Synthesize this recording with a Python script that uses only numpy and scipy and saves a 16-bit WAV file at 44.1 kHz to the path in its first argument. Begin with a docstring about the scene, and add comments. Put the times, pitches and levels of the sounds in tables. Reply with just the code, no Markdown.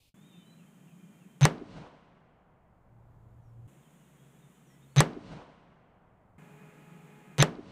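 """Rifle shots on a meadow range

Three shots from a bench under a wooden shelter, facing a meadow edged by woods.
Ticks, a low throb and a pulsed buzz lead into each crack, a noise burst that rings bench and roof.
Banded noise makes the shelter's scatter, the tree-line echo and the far roll; a limiter flattens the peaks.
Around the shots: noise for hiss and insects, gliding tones for birds, wavering overtones for hums and a whine.
The background sinks just before each crack, creeps back and twice returns abruptly; it also dips at the start."""
import sys
import numpy as np
from scipy import signal
from scipy.fft import rfft, irfft
from scipy.io import wavfile
from scipy.ndimage import uniform_filter1d, minimum_filter1d

SR = 44100
rng = np.random.default_rng(int(sys.argv[2]) if len(sys.argv) > 2 else 0)


def wrap_up_sound(samples):
    """Save the sound to the file named by the first command line argument, as 16-bit audio."""
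    columns = np.atleast_2d(samples).T
    # keep every value between -1 and 1, then stretch to whole-number steps
    tamed = np.clip(columns, -1, 1)
    steps = np.round(tamed * 32767).astype(np.int16)
    wavfile.write(sys.argv[1], SR, steps)


N = 340011

# relative spectrum of the crack and the ticks: pitch_hz [Hz], level_db [dB]
CRACK_COLOUR = [(200, -7), (900, 2), (1400, 1.5), (2000, 4), (4000, 3), (5200, -3), (6500, -2), (8500, -3),
                (11000, -15), (13000, -20.5), (15500, -31.5)]
PULSE_GAP_S = 0.00535  # pace of buzz and ticks


def amp(db):
    """Decibels to gain."""
    return 10 ** (np.asarray(db) / 20)


def unit(x):
    """Scale to rms 1."""
    return x / np.sqrt(np.mean(x ** 2))


def level_at(points, hz):
    """Gain at a frequency, read from (Hz, dB) points on a log frequency axis."""
    table_hz, db = np.transpose(points)
    return amp(np.interp(np.log(hz), np.log(table_hz), db))


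def noise(points, size):
    """Noise of rms 1 with a spectrum of (Hz, dB) points."""
    f = np.maximum(np.fft.rfftfreq(size, 1 / SR), 1)
    spectrum = rfft(rng.standard_normal(size)) * level_at(points, f)
    return unit(irfft(spectrum, size))


def band(hz, width_hz, size):
    """Noise of rms 1 in a bell-shaped band."""
    f = np.fft.rfftfreq(size, 1 / SR)
    bell = np.exp(-2 * ((f - hz) / width_hz) ** 2)
    return unit(irfft(rfft(rng.standard_normal(size)) * bell, size))


def walk(rate_hz):
    """Slow random wander of rms 1, mostly slower than the given rate."""
    return band(0, rate_hz, N)


def burst(points, envelope):
    """A short noise burst with the envelope's rms, its spectrum evened out to (Hz, dB) points."""
    size = len(envelope)
    f = np.maximum(np.fft.rfftfreq(size, 1 / SR), 1)
    x = rng.standard_normal(size)
    # keep the phases of the enveloped noise, which hold its timing, and reset the levels
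    for _ in range(4):
        phase = np.angle(rfft(x * envelope))
        x = irfft(level_at(points, f) * np.exp(1j * phase), size)
    x = x * np.minimum(10 * envelope, 1)  # silence the far tails
    return unit(x) * np.sqrt(np.mean(envelope ** 2))


def gate(t, start, end, edge=0.0027):
    """1 between two times, with short ramps inside them."""
    return np.clip((t - start) / edge, 0, 1) * np.clip((end - t) / edge, 0, 1)


def add(out, at, x):
    """Mix x into out from a time on."""
    i = int(round(at * SR))
    out[i:i + len(x)] += x[:len(out) - i]


def background(drop_db=-37, drop_s=0.054, return_db_per_s=11.0, flutter_db=-0.1, floor_db=-94,
               lull_db=-90.5, lull_rise_db_per_s=19, lull_top_db=-58):
    """Hiss and distant traffic murmur sink and creep back, while a low rumble swells in the lull."""
    # stretches, each lasting until the next: start_s [s], drop_s [s], air_db [dB rms], rumble_db [dB rms],
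    # both levels before the drop and flutter
    stretches = [(0, 0.09, -69.5, -69.5), (0.141, 1.41, -56.5, -84), (3.675, 4.963, -60, -100),
                 (6.38, 7.382, -54.5, -91)]
    # relative spectra of the air in turn and of the rumble: pitch_hz [Hz], level_db [dB]
    thin_air = [(100, 3), (1500, -31), (2500, -3), (4800, -6), (5600, -12), (15000, -15)]
    air_a = [(30, -34.5), (89, -37.5), (108, -19), (167, 0.5), (260, -12.5), (460, -23.5), (800, -26.5),
             (2000, -32), (3200, -35.5), (4500, -47.5), (5800, -45.5), (6700, -35.5), (11500, -43.5),
             (15000, -44.5)]
    air_b = [(30, -23.5), (108, -28.5), (135, 3), (300, -11.5), (520, -16), (1100, -21), (3500, -29.5),
             (4600, -43.5), (5600, -39.5), (6800, -29), (9500, -32.5), (11800, -39), (13000, -35.5),
             (15000, -38)]
    air_c = [(30, -29), (110, -41.5), (148, 0.5), (185, -3.5), (260, -13.5), (520, -21), (1300, -24.5),
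             (2450, -26), (3500, -37), (4800, -46.5), (5800, -46.5), (6800, -37), (11500, -45),
             (15000, -45)]
    rumble_colour = [(20, -3), (50, 0.5), (110, 2.5), (200, -12), (400, -16), (1000, -22), (3000, -44.5),
                     (8000, -59), (15000, -49.5)]
    t = np.arange(N) / SR
    rumble = noise(rumble_colour, N)
    ends = [row[0] for row in stretches[1:]] + [N / SR]
    # a steady faint hiss from the second stretch on
    out = amp(floor_db) * noise([(100, 2.0), (15000, -18)], N) * gate(t, ends[0], ends[-1])
    colours = (thin_air, air_a, air_b, air_c)
    for (start, drop, air_db, rumble_db), end, colour in zip(stretches, ends, colours):
        since = t - drop
        sunk_db = np.minimum(drop_db + return_db_per_s * since, 0) * np.clip(since / drop_s, 0, 1)
        air = amp(air_db) * noise(colour, N) + amp(rumble_db) * rumble
        out += air * gate(t, start, end) * amp(sunk_db + flutter_db * walk(8))
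        if start > 0:
            swell_db = np.minimum(lull_db + lull_rise_db_per_s * since, lull_top_db)
            out += rumble * gate(t, drop, end) * amp(swell_db)
    return out


def twitter(from_s=3.7, to_s=4.85, centre_hz=3468, db=-80.5, length_s=0.05,
            spread=0.14, glide=0.12, count=8):
    """Scattered short notes that glide up or down: (s, length s, start Hz, end Hz, dB)."""
    notes = []
    for k, (when, pitch, slope) in enumerate(rng.random((count, 3))):
        at = from_s + (to_s - from_s) * (k + when) / count  # one at random in each equal slot
        hz = centre_hz * (1 + spread * (2 * pitch - 1))
        notes.append((at, length_s, hz, hz * (1 + glide * (2 * slope - 1)), db))
    return notes


def birds(bend=2.2, waver=0.0029, wet_db=0, t60=0.3):
    """Chirps, slurs, whistles and twitter: gliding tones, blurred by the trees they come from."""
    # one bird's short falling chirp, another's high downward slur: start_s [s], level_db [dB before swell, blur]
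    chirp_times = [(0.324, -73), (0.585, -72), (0.87, -74), (1.204, -74)]
    slur_times = [(3.415, -94), (4.65, -81)]
    # short and longer gliding whistles: start_s [s], length_s [s], start_hz [Hz], end_hz [Hz],
    # level_db [dB before swell and blur]
    whistles = [(0.145, 0.28, 3340, 3880, -77), (0.44, 0.12, 3800, 4020, -73.5),
                (.29, 0.13, 3615, 3584, -72), (0.37, 0.15, 3070, 3027, -72), (4.15, 0.354, 3375, 3350, -84),
                (4.685, 0.088, 1870, 1990, -75), (4.86, .11, 4030, 4480, -85)]
    out, wobble = np.zeros(N), 1 + waver * walk(80)
    chirps = [(at, 0.044, 3000, 2520, db) for at, db in chirp_times]  # length s, start Hz, end Hz
    slurs = [(at, 0.11, 6250, 5400, db) for at, db in slur_times]
    for at, length, start_hz, end_hz, db in chirps + slurs + list(whistles) + twitter():
        u = np.linspace(0, 1, int(length * SR))
        # the glide is steepest at the start of the note
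        hz = (end_hz + (start_hz - end_hz) * (1 - u) ** bend) * wobble[int(at * SR):][:len(u)]
        swell = np.sqrt(2 * abs(np.sin(np.pi * u)))
        add(out, at, amp(db) * swell * np.sin(2 * np.pi * np.cumsum(hz) / SR))
    t = np.arange(SR // 2) / SR
    trees = rng.standard_normal(len(t)) * np.exp(-np.log(1000) * t / t60)
    blur = signal.fftconvolve(out, trees / np.linalg.norm(trees))[:N]
    return out + amp(wet_db) * blur


def insects(width_hz=45, from_s=0.22, to_s=1.41):
    """Thin flickering tones from the meadow: narrow noise bands, ending just before the first crack."""
    # singing tones: pitch_hz [Hz], level_db [dB rms]
    tones = [(3127, -82.5), (2410, -82.5)]
    t = np.arange(N) / SR
    song = sum(amp(db) * band(hz, width_hz, N) for hz, db in tones)
    return gate(t, from_s, to_s) * song


def throb(hz=140, db=-11, full_s=0.02, curve=1.4):
    """A low tone that swells over the last few hundredths of a second before the crack."""
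    lead = 0.0435  # s ahead of the crack
    t = np.arange(int((lead + 0.002) * SR)) / SR
    swell = np.minimum(t / full_s, 1) ** curve
    fade = np.clip((t[-1] - t) / 0.0056, 0, 1)
    return lead, amp(db) * swell * fade * np.cos(2 * np.pi * hz * t)


def ticks(db=-28, decay_s=0.0015, body_db=-34, body_s=0.028, later_db=-9):
    """Two dry ticks and two softer ones open the buzz at the same pace, each with a dull body."""
    body_colour = [(70, -21.5), (250, -3.5), (550, -2), (1500, -9), (4000, -24.0), (15000, -49)]  # Hz, dB
    t = np.arange(4096) / SR
    rows = []
    for k in range(5, 9):  # pulse gaps ahead of the crack
        tick = amp(db + later_db * (k < 7)) * burst(CRACK_COLOUR, np.exp(-t / decay_s))
        body = noise(body_colour, len(t)) * np.exp(-t / body_s)
        rows.append((k * PULSE_GAP_S, tick + amp(body_db) * body))
    return rows


def buzz(strong_db=-24, weak_db=-28, spread_s=0.0039, rough=0.55,
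         zing_hz=6200, zing_db=-23, zing_s=0.002, early_db=-11):
    """Nearly alike pulses, strong and weak in turn, the earliest two fainter; strong ones carry a thin zing."""
    # relative spectrum of a pulse: pitch_hz [Hz], level_db [dB]
    pulse_colour = [(150, -0.5), (600, -7.5), (1200, -10), (1900, 4), (2700, -1), (3400, 0), (3900, 6),
                    (4400, -7.5), (5500, -13), (7500, -27.5), (11000, -35.5), (15000, -42.5)]
    t = np.arange(-512, 512) / SR  # centred on the pulse
    envelope = np.exp(-abs(t) / spread_s) * np.hanning(len(t))
    common = burst(pulse_colour, envelope)
    zing = np.sin(2 * np.pi * zing_hz * t) * np.exp(-(t / zing_s) ** 2)
    rows = []
    for k in range(7):  # pulse gaps ahead of the crack
        pulse = (common + rough * burst(pulse_colour, envelope)) / np.hypot(1, rough)
        if k % 2:
            pulse = amp(weak_db) * pulse
        else:
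            pulse = amp(strong_db) * pulse + amp(zing_db) * zing
        rows.append((k * PULSE_GAP_S - t[0], pulse * amp(early_db * (k > 4))))
    return rows


def blast(bright_db, crack_db=4.0, crack_s=0.0014, ring_lag_s=0.0005):
    """The muzzle blast: a sharp burst of gas noise of given brightness, then the ring of bench and roof."""
    # decaying modes of bench and roof: pitch_hz [Hz], level_db [dB], t60_s [s]
    modes = [(157, -12.5, 0.082), (242, -31, 0.4), (296.5, -42, 0.9), (385, -29.5, 0.21),
             (432.6, -32.5, 0.25), (507, -3, 0.013), (886.5, -1, 0.0067), (2115, -16.5, 0.0093)]
    t = np.arange(32768) / SR
    late = np.maximum(t - ring_lag_s, 0)
    ring = sum(amp(db) * np.sin(2 * np.pi * hz * late) * np.exp(-np.log(1000) * late / t60)
               for hz, db, t60 in modes)
    front = np.minimum(t / 0.0001, 1)
    colour = [(hz, db + bright_db * np.log2(hz)) for hz, db in CRACK_COLOUR]
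    return amp(crack_db) * burst(colour, front * np.exp(-t / crack_s)) - ring


def reflections(shelter_s=0.0087, build_s=0.00015, woods_spread=0.22, patchy_db=1.2, size=131072):
    """Roof and posts scatter the blast at once, the tree line answers later, and the far land rolls on."""
    # levels per half octave before their envelopes, for shelter, woods and far land:
    # pitch_hz [Hz], level_db [dB rms]
    shelter_colour = [(30, -51.5), (55, -42), (90, -46.5), (160, -24), (300, -25.5), (700, -22),
                      (1800, -25.5), (3500, -31.5), (7700, -39.5), (11000, -49)]
    woods_colour = [(30, -74), (55, -59), (92, -68.5), (152, -48), (300, -62), (700, -54.5), (1800, -67.5),
                    (3500, -65.5), (7700, -79.5), (11000, -104)]
    roll_colour = [(30, -91), (55, -81.5), (92, -82), (152, -64.5), (300, -85), (700, -67.5), (1800, -74),
                   (2800, -70), (4200, -74), (7700, -83), (11000, -113)]
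    # the tree line's answer; mid pitches reach deepest into the wood: pitch_hz [Hz], delay_s [s]
    woods_delay = [(150, 0.30), (800, 0.37), (3500, 0.31)]
    # distinct returns from downrange: delay_s [s], centre_hz [Hz], level_db [dB], decay_s [s]
    returns = [(.127, 3780, -59, .0015), (0.159, 325, -39.5, 0.0069)]
    # the shelter's scatter dies as a power of time, faster in the treble
    fall_at_1khz, fall_per_octave = 1.496, 0.12
    # the far roll lasts long in the bass; the air shortens it towards the treble
    bass_t60_s, treble_t60_s, air_damp_hz = 13.9, 1.4, 1740
    t = np.arange(1, size + 1) / SR
    clumps = amp(patchy_db * band(0, 57, size))  # trunks and crowns answer in clumps
    out = np.zeros(size)
    delay_hz, delays = np.transpose(woods_delay)
    for hz in 30 * 2 ** (np.arange(19) / 2):  # half-octave bands
        fall = fall_at_1khz + fall_per_octave * np.log2(hz / 1000)
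        delay = np.interp(np.log(hz), np.log(delay_hz), delays)
        t60 = treble_t60_s + (bass_t60_s - treble_t60_s) * np.exp(-(hz / air_damp_hz) ** 2)
        build = 1 - np.exp(-t / build_s)
        shelter = level_at(shelter_colour, hz) * build * (1 + t / shelter_s) ** -fall
        # trees at many depths smear their echo into a swell
        smear = np.exp(-0.5 * (np.log(t / delay) / woods_spread) ** 2)
        woods = level_at(woods_colour, hz) * clumps * smear
        rise = np.minimum(t / delay, 1) ** 2
        roll = level_at(roll_colour, hz) * rise * np.exp(-np.log(1000) * (t - delay) / t60)
        out += band(hz, 0.4 * hz, size) * np.sqrt(shelter ** 2 + woods ** 2 + roll ** 2)
    for delay, hz, db, decay in returns:
        envelope = t / decay * np.exp(1 - t / decay)
        add(out, delay, amp(db) * band(hz, hz / 2, size) * envelope)
    return out * np.minimum(t[-1] - t, 1)  # fade over the last second


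def rifle():
    """Every shot meets the same shelter and the same woods."""
    # shots: crack_s [s], blast_db [dB], brightness [dB per octave], throb_db [dB], buzz_db [dB], tick_db [dB]
    shots = [(1.4529, 0, 2, 0, -2.5, -2.5), (5.0048, 1, -2, -0.5, 0, -0.5), (7.4252, -0.5, -1, -2.8, 2, 0)]
    out = np.zeros(N)
    echoes = reflections()
    lead, low = throb()
    for at, blast_db, bright_db, throb_db, buzz_db, tick_db in shots:
        add(out, at, amp(blast_db) * blast(bright_db))
        add(out, at, amp(blast_db) * echoes)
        add(out, at - lead, amp(throb_db) * low)
        for ahead, pulse in buzz():
            add(out, at - ahead, amp(buzz_db) * pulse)
        for ahead, tick in ticks():
            add(out, at - ahead, amp(tick_db) * tick)
    return out


def hums(waver=0.00477, flicker_db=2, count=5):
    """Low hums and a whine: a tone and its overtones wavering together in pitch, each flickering in level."""
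    # tones: start_s [s], end_s [s], pitch_hz [Hz], level_db [dB peak of the fundamental at the end,
    # before flicker], rise [dB per s], overtones [dB per octave]
    tones = [(2.5, 3.671, 116.2, -46.5, 21, -35), (3.675, 4.957, 67.5, -76, 0, -26.5),
             (3.675, 4.955, 136.2, -62.5, 1.5, -14), (6.38, 7.395, 419.5, -62.5, 1.5, -5.5),
             (6.386, 7.39, 2454, -69, 3, -39)]
    t = np.arange(N) / SR
    out = np.zeros(N)
    turns = np.cumsum(1 + waver * walk(23.3)) / SR  # wavering time
    flickers = [amp(flicker_db * walk(7.3)) for _ in range(count)]
    for start, end, hz, db, rise_db, overtone_db in tones:
        on = (t > start) & (t < end)
        tone = 0
        for k, flicker in enumerate(flickers, 1):
            partial = np.sin(2 * np.pi * k * hz * turns[on])
            tone = tone + amp(overtone_db * np.log2(k)) * flicker[on] * partial
        out[on] += amp(db + rise_db * (t[on] - end)) * gate(t[on], start, end) * tone
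    return out


def scene():
    """The whole range mixed to one channel."""
    return (rifle() + background() + hums() + insects() + birds())[None]


def record(dry):
    """A very fast limiter flattens the cracks; a steep low-pass cuts the top."""
    ceiling, hold, top_hz = 0.34, 5, 15300  # full scale, samples, Hz
    gain = ceiling / np.maximum(abs(dry), ceiling)
    gain = uniform_filter1d(minimum_filter1d(gain, hold), hold)
    low_pass = signal.ellip(8, 0.2, 70, top_hz, fs=SR, output="sos")
    return signal.sosfilt(low_pass, dry * gain)


dry = scene()
out = record(dry)
wrap_up_sound(out)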